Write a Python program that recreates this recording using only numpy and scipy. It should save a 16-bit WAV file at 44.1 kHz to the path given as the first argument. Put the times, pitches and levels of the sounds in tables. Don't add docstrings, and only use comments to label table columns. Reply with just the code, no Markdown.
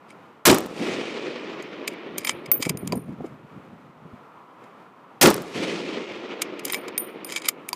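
import sys
import numpy as np
from scipy import signal
from scipy.fft import rfft, irfft, next_fast_len
from scipy.io import wavfile
from scipy.ndimage import uniform_filter1d

SR = 44100
rng = np.random.default_rng(int(sys.argv[2]) if len(sys.argv) > 2 else 0)


def master(y):
    cut = np.clip(np.atleast_2d(y).T, -1, 1)
    pcm = np.round(cut * 32767)
    wavfile.write(sys.argv[1], SR, pcm.astype(np.int16))


N = 341775
TIME = np.arange(N) / SR


def amp(db):
    return 10 ** (np.asarray(db) / 20)


def unit(x):
    return x / np.sqrt(np.mean(x ** 2) + 1e-20)


def colour(spectrum, hz):
    f, db = np.transpose(spectrum)
    return amp(np.interp(np.log(hz + 1), np.log(f), db))


def tinted(x, spectrum):
    return unit(irfft(rfft(x) * colour(spectrum, np.fft.rfftfreq(len(x), 1 / SR)), len(x)))


def add(mix, s, sound):
    part = mix[max(round(s * SR), 0):][:len(sound)]
    part += sound[:len(part)]


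def grains(size, spread_db):
    return rng.standard_normal(size) * amp(spread_db * rng.standard_normal(size))


def fluctuation(size, span):
    return unit(uniform_filter1d(rng.standard_normal(size), size=span))


def ring(modes):
    t = TIME[:SR // 2]
    return sum(amp(db - 60 * t / t60) * np.sin(2 * np.pi * hz * t) for hz, db, t60 in modes)


def burst(decay_ms, rise_ms):
    ms = 1000 * TIME[:4096]
    envelope = (1 - np.exp(-ms / rise_ms)) ** 2 * np.exp(-ms / decay_ms)
    return envelope / envelope.max() * rng.choice([-1., 1.], len(ms))


def arrival(t, delay_s, attack_s, hold_s, spread_s, fade_db_per_s):
    after = np.maximum(t - delay_s - attack_s - hold_s, 0)
    return np.clip((t - delay_s) / attack_s, 0, 1) * amp(-fade_db_per_s * after) / (1 + after / spread_s)


def distant_air(level_db=-50.5, swell_db=1.5):
    # f/Hz, level/dB
    spectrum = [(25, -40), (45, -33), (90, -10.5), (160, 2), (400, 0.5), (700, -2.5), (1000, -3),
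                (1380, -4), (1800, -11.5), (2500, -14), (5000, -30.5), (10000, -38.5), (15000, -40)]
    rates_hz = np.geomspace(1, 8, 16)
    swell = unit(sum(np.sin(2 * np.pi * (f * TIME + rng.random())) / np.sqrt(f) for f in rates_hz))
    return amp(level_db + swell_db * swell) * tinted(rng.standard_normal(N), spectrum)


def traffic():
    # t/s, level/dB
    contour = [(0, -57), (3.8, -60.5), (4.35, -51.5), (4.7, -54.5), (7.75, -55)]
    # f/Hz, level/dB
    spectrum = [(400, -28.5), (750, -6), (980, 2), (1350, -2.5), (1700, -20.5), (4000, -49.5)]
    return amp(np.interp(TIME, *np.transpose(contour))) * tinted(rng.standard_normal(N), spectrum)


def turbulence(size, corner_hz):
    # f/Hz, level/dB
    spectrum = [(30, -38), (70, -17), (150, 1), (corner_hz, -4), (2 * corner_hz, -20),
                (4 * corner_hz, -38), (16000, -85)]
    return tinted(rng.standard_normal(size), spectrum)


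def wind(eddy_db=-1, eddy_spread_db=4.5, eddy_s=.03, buffet_s=.0039):
    # t/s, level/dB
    contour = [(2.1, -52), (2.48, -47.5), (2.69, -35), (2.96, -32), (3.12, -39), (3.25, -33.5), (3.46, -52),
               (3.56, -40), (3.94, -56), (4.15, -47), (4.2, -64), (4.4, -60)]
    # t/s, level/dB, corner f/Hz
    buffets = [(2.603, -29, 440), (2.67, -24, 520), (2.707, -23, 342), (2.75, -25, 300),
               (2.834, -25.5, 340), (2.932, -16.5, 470), (2.954, -25, 450), (3.207, -29, 555),
               (3.248, -26, 554), (4.061, -34, 240), (4.136, -34, 190)]
    eddies = unit(amp(eddy_spread_db * fluctuation(N, round(eddy_s * SR))))
    gust_db = np.interp(TIME, *np.transpose(contour), left=-np.inf, right=-np.inf)
    gust = uniform_filter1d(amp(gust_db), size=1024)
    out = amp(eddy_db) * gust * eddies * turbulence(N, corner_hz=250)
    t = TIME[:SR // 2] - TIME[SR // 4]
    for s, db, corner_hz in buffets:
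        add(out, s + t[0], amp(db) * turbulence(len(t), corner_hz) / np.cosh(t / buffet_s))
    return out


def action(force, treble_db, direct_db=-9, place_db=3.0):
    # f/Hz, bandwidth/Hz, level/dB
    resonances = [(2285, 480, 2), (3150, 284, -7), (3775, 150, -7), (4940, 180, -1), (6500, 360, -8),
                  (7170, 360, -5), (8150, 150, -10), (8930, 290, -7), (11130, 200, -16.5), (12800, 190, 0),
                  (13700, 290, -12.5)]
    # f/Hz, level/dB
    contact = [(150, -37.5), (600, -5), (1100, 6), (1600, -2.5), (2200, 5), (7500, 4), (11000, 3),
               (15000, -6.5)]
    size = next_fast_len(2 * len(force))
    hz = np.fft.rfftfreq(size, 1 / SR)
    body = amp(direct_db) + sum(amp(db + place_db * rng.standard_normal()) / (1 + 2j * (hz - f) / width)
                                for f, width, db in resonances)
    hardness = amp(treble_db * (hz / 13000) ** 1.1)
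    response = irfft(rfft(force, size) * body * hardness * colour(contact, hz), size)[:len(force)]
    return unit(response) * np.sqrt(np.mean(force ** 2))


def steel_ring(place_db=1.0):
    # f/Hz, level/dB, T60/s
    modes = [(2310, 2.5, 0.1), (3180, -5.5, 0.053), (5200, -9.5, 0.057), (5710, -15, .045),
             (7750, -4, 0.013), (9340, -3, .05)]
    return ring([(hz, db + place_db * rng.standard_normal(), t60) for hz, db, t60 in modes])


def brass_cases(middle_db=-5, twin_db=-8, twin_t60_ratio=1.5, spin_hz=17, spin_depth=0.38):
    # f/Hz, split of the pair/Hz, T60/s
    cases = [
        [(9600, 47.5, 0.182), (12600, 59.5, .2), (14430, -110, 0.13)],
        [(9570, 31.5, 0.16), (12460, 54, 0.14), (14530, -43, 0.16)],
    ]
    # t/s, tick level/dB, ring level/dB, top mode's extra level/dB
    impacts = [
        [(2.2476, -38, -34.5, 1), (2.5162, -16.5, -33.5, 25), (2.7724, -33, -40, -3), (2.956, -59, -41.5, -12)],
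        [(6.7224, -34, -29.5, 0), (6.9785, -19.5, -22.5, -2.5), (7.2462, -32, -35.5, -7)],
    ]
    out, t = np.zeros(N), TIME[:SR // 2]
    for modes, hits in zip(cases, impacts):
        for s, tick_db, ring_db, top_db in hits:
            levels = ring_db, ring_db + middle_db, ring_db + top_db
            for (hz, split_hz, t60), db in zip(modes, levels):
                flutter_hz = 2 * spin_hz * rng.uniform(0.93, 1.4)
                flutter = 1 + spin_depth * np.cos(2 * np.pi * flutter_hz * t)
                pair = ring([(hz, db, t60), (hz + split_hz, db + twin_db, t60 * twin_t60_ratio)])
                add(out, s, flutter * pair)
            add(out, s, amp(tick_db) * action(burst(decay_ms=1.0, rise_ms=0.6), treble_db=6.5))
    return out


def bolt_knocks(rise_ms=1.1, graze_lead_s=.006, graze_db=-20, rattle_db=-27, rattle_ms=12):
    # t/s, level/dB, stage
    knocks = [(1.6243, -40.5, "rattle"), (1.8776, -20, "lift"), (2.182, -19.5, "extract"),
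              (2.248, -23, "eject"), (2.2714, -21, "eject"), (2.2945, -13, "stop"), (2.46, -35, "rattle"),
              (2.625, -20.5, "feed"), (2.6516, -25.5, "feed"), (2.694, -18, "home"),
              (2.8759, -23.5, "lock"), (4.64, -54, "rattle"), (6.4189, -17, "lift"),
              (6.5942, -33, "rattle"), (6.6518, -19, "extract"), (6.6993, -25, "eject"),
              (6.7338, -20.5, "stop"), (6.7452, -18, "stop"), (6.882, -32.5, "rattle"),
              (7.322, -28.5, "feed"), (7.3613, -21.5, "feed"), (7.4192, -34.5, "rattle"),
              (7.4563, -28.5, "feed"), (7.486, -11, "home"), (7.69, -20, "lock")]
    stages = {"lift": (-1.3, 3.3, -33), "extract": (15.2, 2.7, -25), "eject": (-14, 3.1, -15),
              "stop": (-19, 1.4, -19.5), "feed": (-7.5, 4.5, -8), "home": (6, 3.3, -38),
              "lock": (13.3, 0.86, -29), "rattle": (-10, 3, -22)}
    out = np.zeros(N)
    for s, db, stage in knocks:
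        treble_db, contact_ms, ring_db = stages[stage]
        add(out, s - graze_lead_s, amp(db + graze_db) * action(burst(4, 2.0), treble_db))
        contact = burst(contact_ms, rise_ms) + amp(rattle_db) * burst(rattle_ms, rise_ms)
        add(out, s - rise_ms / 1000, amp(db) * action(contact, treble_db))
        add(out, s, amp(db + ring_db) * steel_ring())
    return out


def bolt_slides(catch_db=6.0, ring_db=-7):
    # start t/s, end t/s, level/dB, treble gain/dB
    slides = [(0.078, 0.136, -53.5, -12), (1.87, 1.96, -60, -6), (2.163, 2.262, -47.5, -14),
              (2.258, 2.329, -33, -1), (2.584, 2.706, -40, 1), (3.216, 3.31, -62, -6),
              (6.627, 6.798, -39.5, 1), (7.258, 7.419, -37.5, -13), (7.423, 7.511, -37, -22)]
    out = np.zeros(N)
    for start, end, db, treble_db in slides:
        size = round((end - start) * SR)
        catches = amp(catch_db * fluctuation(size, span=160))
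        friction = amp(db) * unit(grains(size, spread_db=1.8) * catches) * signal.windows.tukey(size, .7)
        steel = steel_ring()
        add(out, start, action(friction, treble_db))
        add(out, start, amp(ring_db) * signal.fftconvolve(friction, steel / np.linalg.norm(steel)))
    return out


def bolt_handle(rattle_db=-17):
    # t/s, ring level/dB, tick level/dB
    seatings = [(2.923, -21, -25), (7.73, -18.5, -22.5)]
    # f/Hz, level/dB, T60/s
    modes = [(990, -1.5, 0.041), (3068, -19, 0.013), (4720, 1, 0.018)]
    out = np.zeros(N)
    for s, ring_db, tick_db in seatings:
        contact = burst(decay_ms=1.9, rise_ms=0.26) + amp(rattle_db) * burst(decay_ms=12, rise_ms=1.1)
        add(out, s, amp(ring_db) * ring(modes))
        add(out, s, amp(tick_db) * action(contact, treble_db=1.7))
    return out


def forest_roll(peak_db=-27.5, peak_s=0.4, far_side_s=2.06, patch_db=1.08, clump_db=1.64):
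    # f/Hz, level/dB
    spectrum = [(40, -66), (100, -23), (190, -3.5), (350, 6), (520, 0.5), (750, -9.5), (1300, -9.5),
                (1700, -10.5), (2400, -5.5), (4000, -12.5), (8000, -17), (14000, -22)]
    rise_db_per_s, db_per_doubling, end_db_per_s, air_db_per_s = 124.5, 4.5, 19, 24
    size = 4 * SR
    hz, t, echoes = signal.stft(tinted(grains(size, spread_db=5), spectrum), SR, nperseg=512)
    patches = uniform_filter1d(rng.standard_normal(echoes.shape), size=9, axis=0)
    patches = unit(uniform_filter1d(patches, size=9, axis=1))
    clumps = fluctuation(len(t), span=5)
    absorption_db = air_db_per_s * t * (hz[:, None] / 8000) ** 1.75
    level_db = (peak_db - rise_db_per_s * np.maximum(peak_s - t, 0)
                - db_per_doubling * np.log2(np.maximum(t / peak_s, 1))
                - end_db_per_s * np.maximum(t - far_side_s, 0))
    echoes *= amp(level_db - absorption_db + patch_db * patches + clump_db * clumps)
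    return signal.istft(echoes, SR, nperseg=512)[1][:size]


def forest_edge_echo(level_db=-27):
    # f/Hz, level/dB
    spectrum = [(35, -37), (80, -18), (170, 6.5), (380, 6), (700, -9), (1200, -24), (2200, -35),
                (9000, -56)]
    t = TIME[:2 * SR]
    envelope = arrival(t, delay_s=.338, attack_s=.011, hold_s=.0072, spread_s=.093, fade_db_per_s=13.5)
    return amp(level_db) * envelope * tinted(rng.standard_normal(len(t)), spectrum)


def near_reflections(rebound_s=.0445, rebound_db=-7):
    # delay t/ms, level/dB, decay time/ms
    slaps = [(59, -13, 2.2), (90, -19.5, 5.1), (130.5, -18.5, 1.2), (152, -33, 1.8), (207, -38, 3.7)]
    # f/Hz, level/dB
    spectrum = [(100, -11), (500, -8.5), (1100, -1), (2500, -2), (5000, -8.5), (8000, -17), (15000, -26)]
    out = np.zeros(SR)
    for delay_ms, db, decay_ms in slaps:
        add(out, delay_ms / 1000, amp(db) * burst(decay_ms, rise_ms=0.13))
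    rebound = tinted(rng.standard_normal(4096), spectrum) * abs(burst(decay_ms=3.2, rise_ms=1.2))
    add(out, rebound_s, amp(rebound_db) * rebound)
    return out


def boom(level_db=-9, dull_db_per_s=48):
    # f/Hz, level/dB
    spectrum = [(25, -32.5), (60, -30), (110, -7.5), (180, 2), (380, 6.5), (700, -4.5), (1200, -5.5),
                (1900, -11.5), (4500, -15.5), (8000, -19), (14500, -33)]
    hz, t, body = signal.stft(tinted(rng.standard_normal(SR), spectrum), SR, nperseg=256)
    body *= amp(-dull_db_per_s * t * np.sqrt(hz[:, None] / 5000))
    envelope = arrival(TIME[:SR], delay_s=.014, attack_s=.012, hold_s=.036, spread_s=.017,
                       fade_db_per_s=19.5)
    return amp(level_db) * envelope * signal.istft(body, SR, nperseg=256)[1][:SR]


def crack(level_db=-11, hold_s=.02, fade_db_per_s=699.5):
    # f/Hz, level/dB
    spectrum = [(30, -29.5), (100, -9), (250, -0.5), (1500, 0), (4500, -3), (8000, -5), (14500, -8)]
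    envelope = amp(level_db - fade_db_per_s * np.maximum(TIME[:SR] - hold_s, 0))
    return envelope * tinted(rng.standard_normal(SR), spectrum)


def rifle_blast(ragged_db=2.0):
    return (crack() + boom()) * amp(ragged_db * fluctuation(SR, span=130)) + near_reflections()


def scene():
    # t/s, level/dB
    shots = [(0.4541, 0.5), (5.2122, .5)]
    out = distant_air() + traffic() + wind()
    out += bolt_knocks() + bolt_slides() + bolt_handle() + brass_cases()
    for s, db in shots:
        for sound in (rifle_blast(), forest_edge_echo(), forest_roll()):
            add(out, s, amp(db) * sound)
    return out[None]


def record(dry, ceiling=.64, low_cut_hz=70, band_limit_hz=15450):
    # f/Hz, width/Hz, gain/dB
    dips = [(1547, 100, -3), (2700, 98, -2)]
    clipped = dry / (1 + (dry / ceiling) ** 4) ** (1 / 4)
    size = next_fast_len(N + SR)
    hz = np.fft.rfftfreq(size, 1 / SR)
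    dips_db = sum(db * np.exp(-((hz - f) / width) ** 2) for f, width, db in dips)
    wind_filter = 1j * hz / (1j * hz + low_cut_hz)
    heard = irfft(rfft(clipped, size) * amp(dips_db) * wind_filter, size)[:, :N]
    low_pass = signal.firwin(255, band_limit_hz, window=("kaiser", 8), fs=SR)
    return signal.oaconvolve(heard, low_pass[None], "same")


dry = scene()
out = record(dry)
master(out)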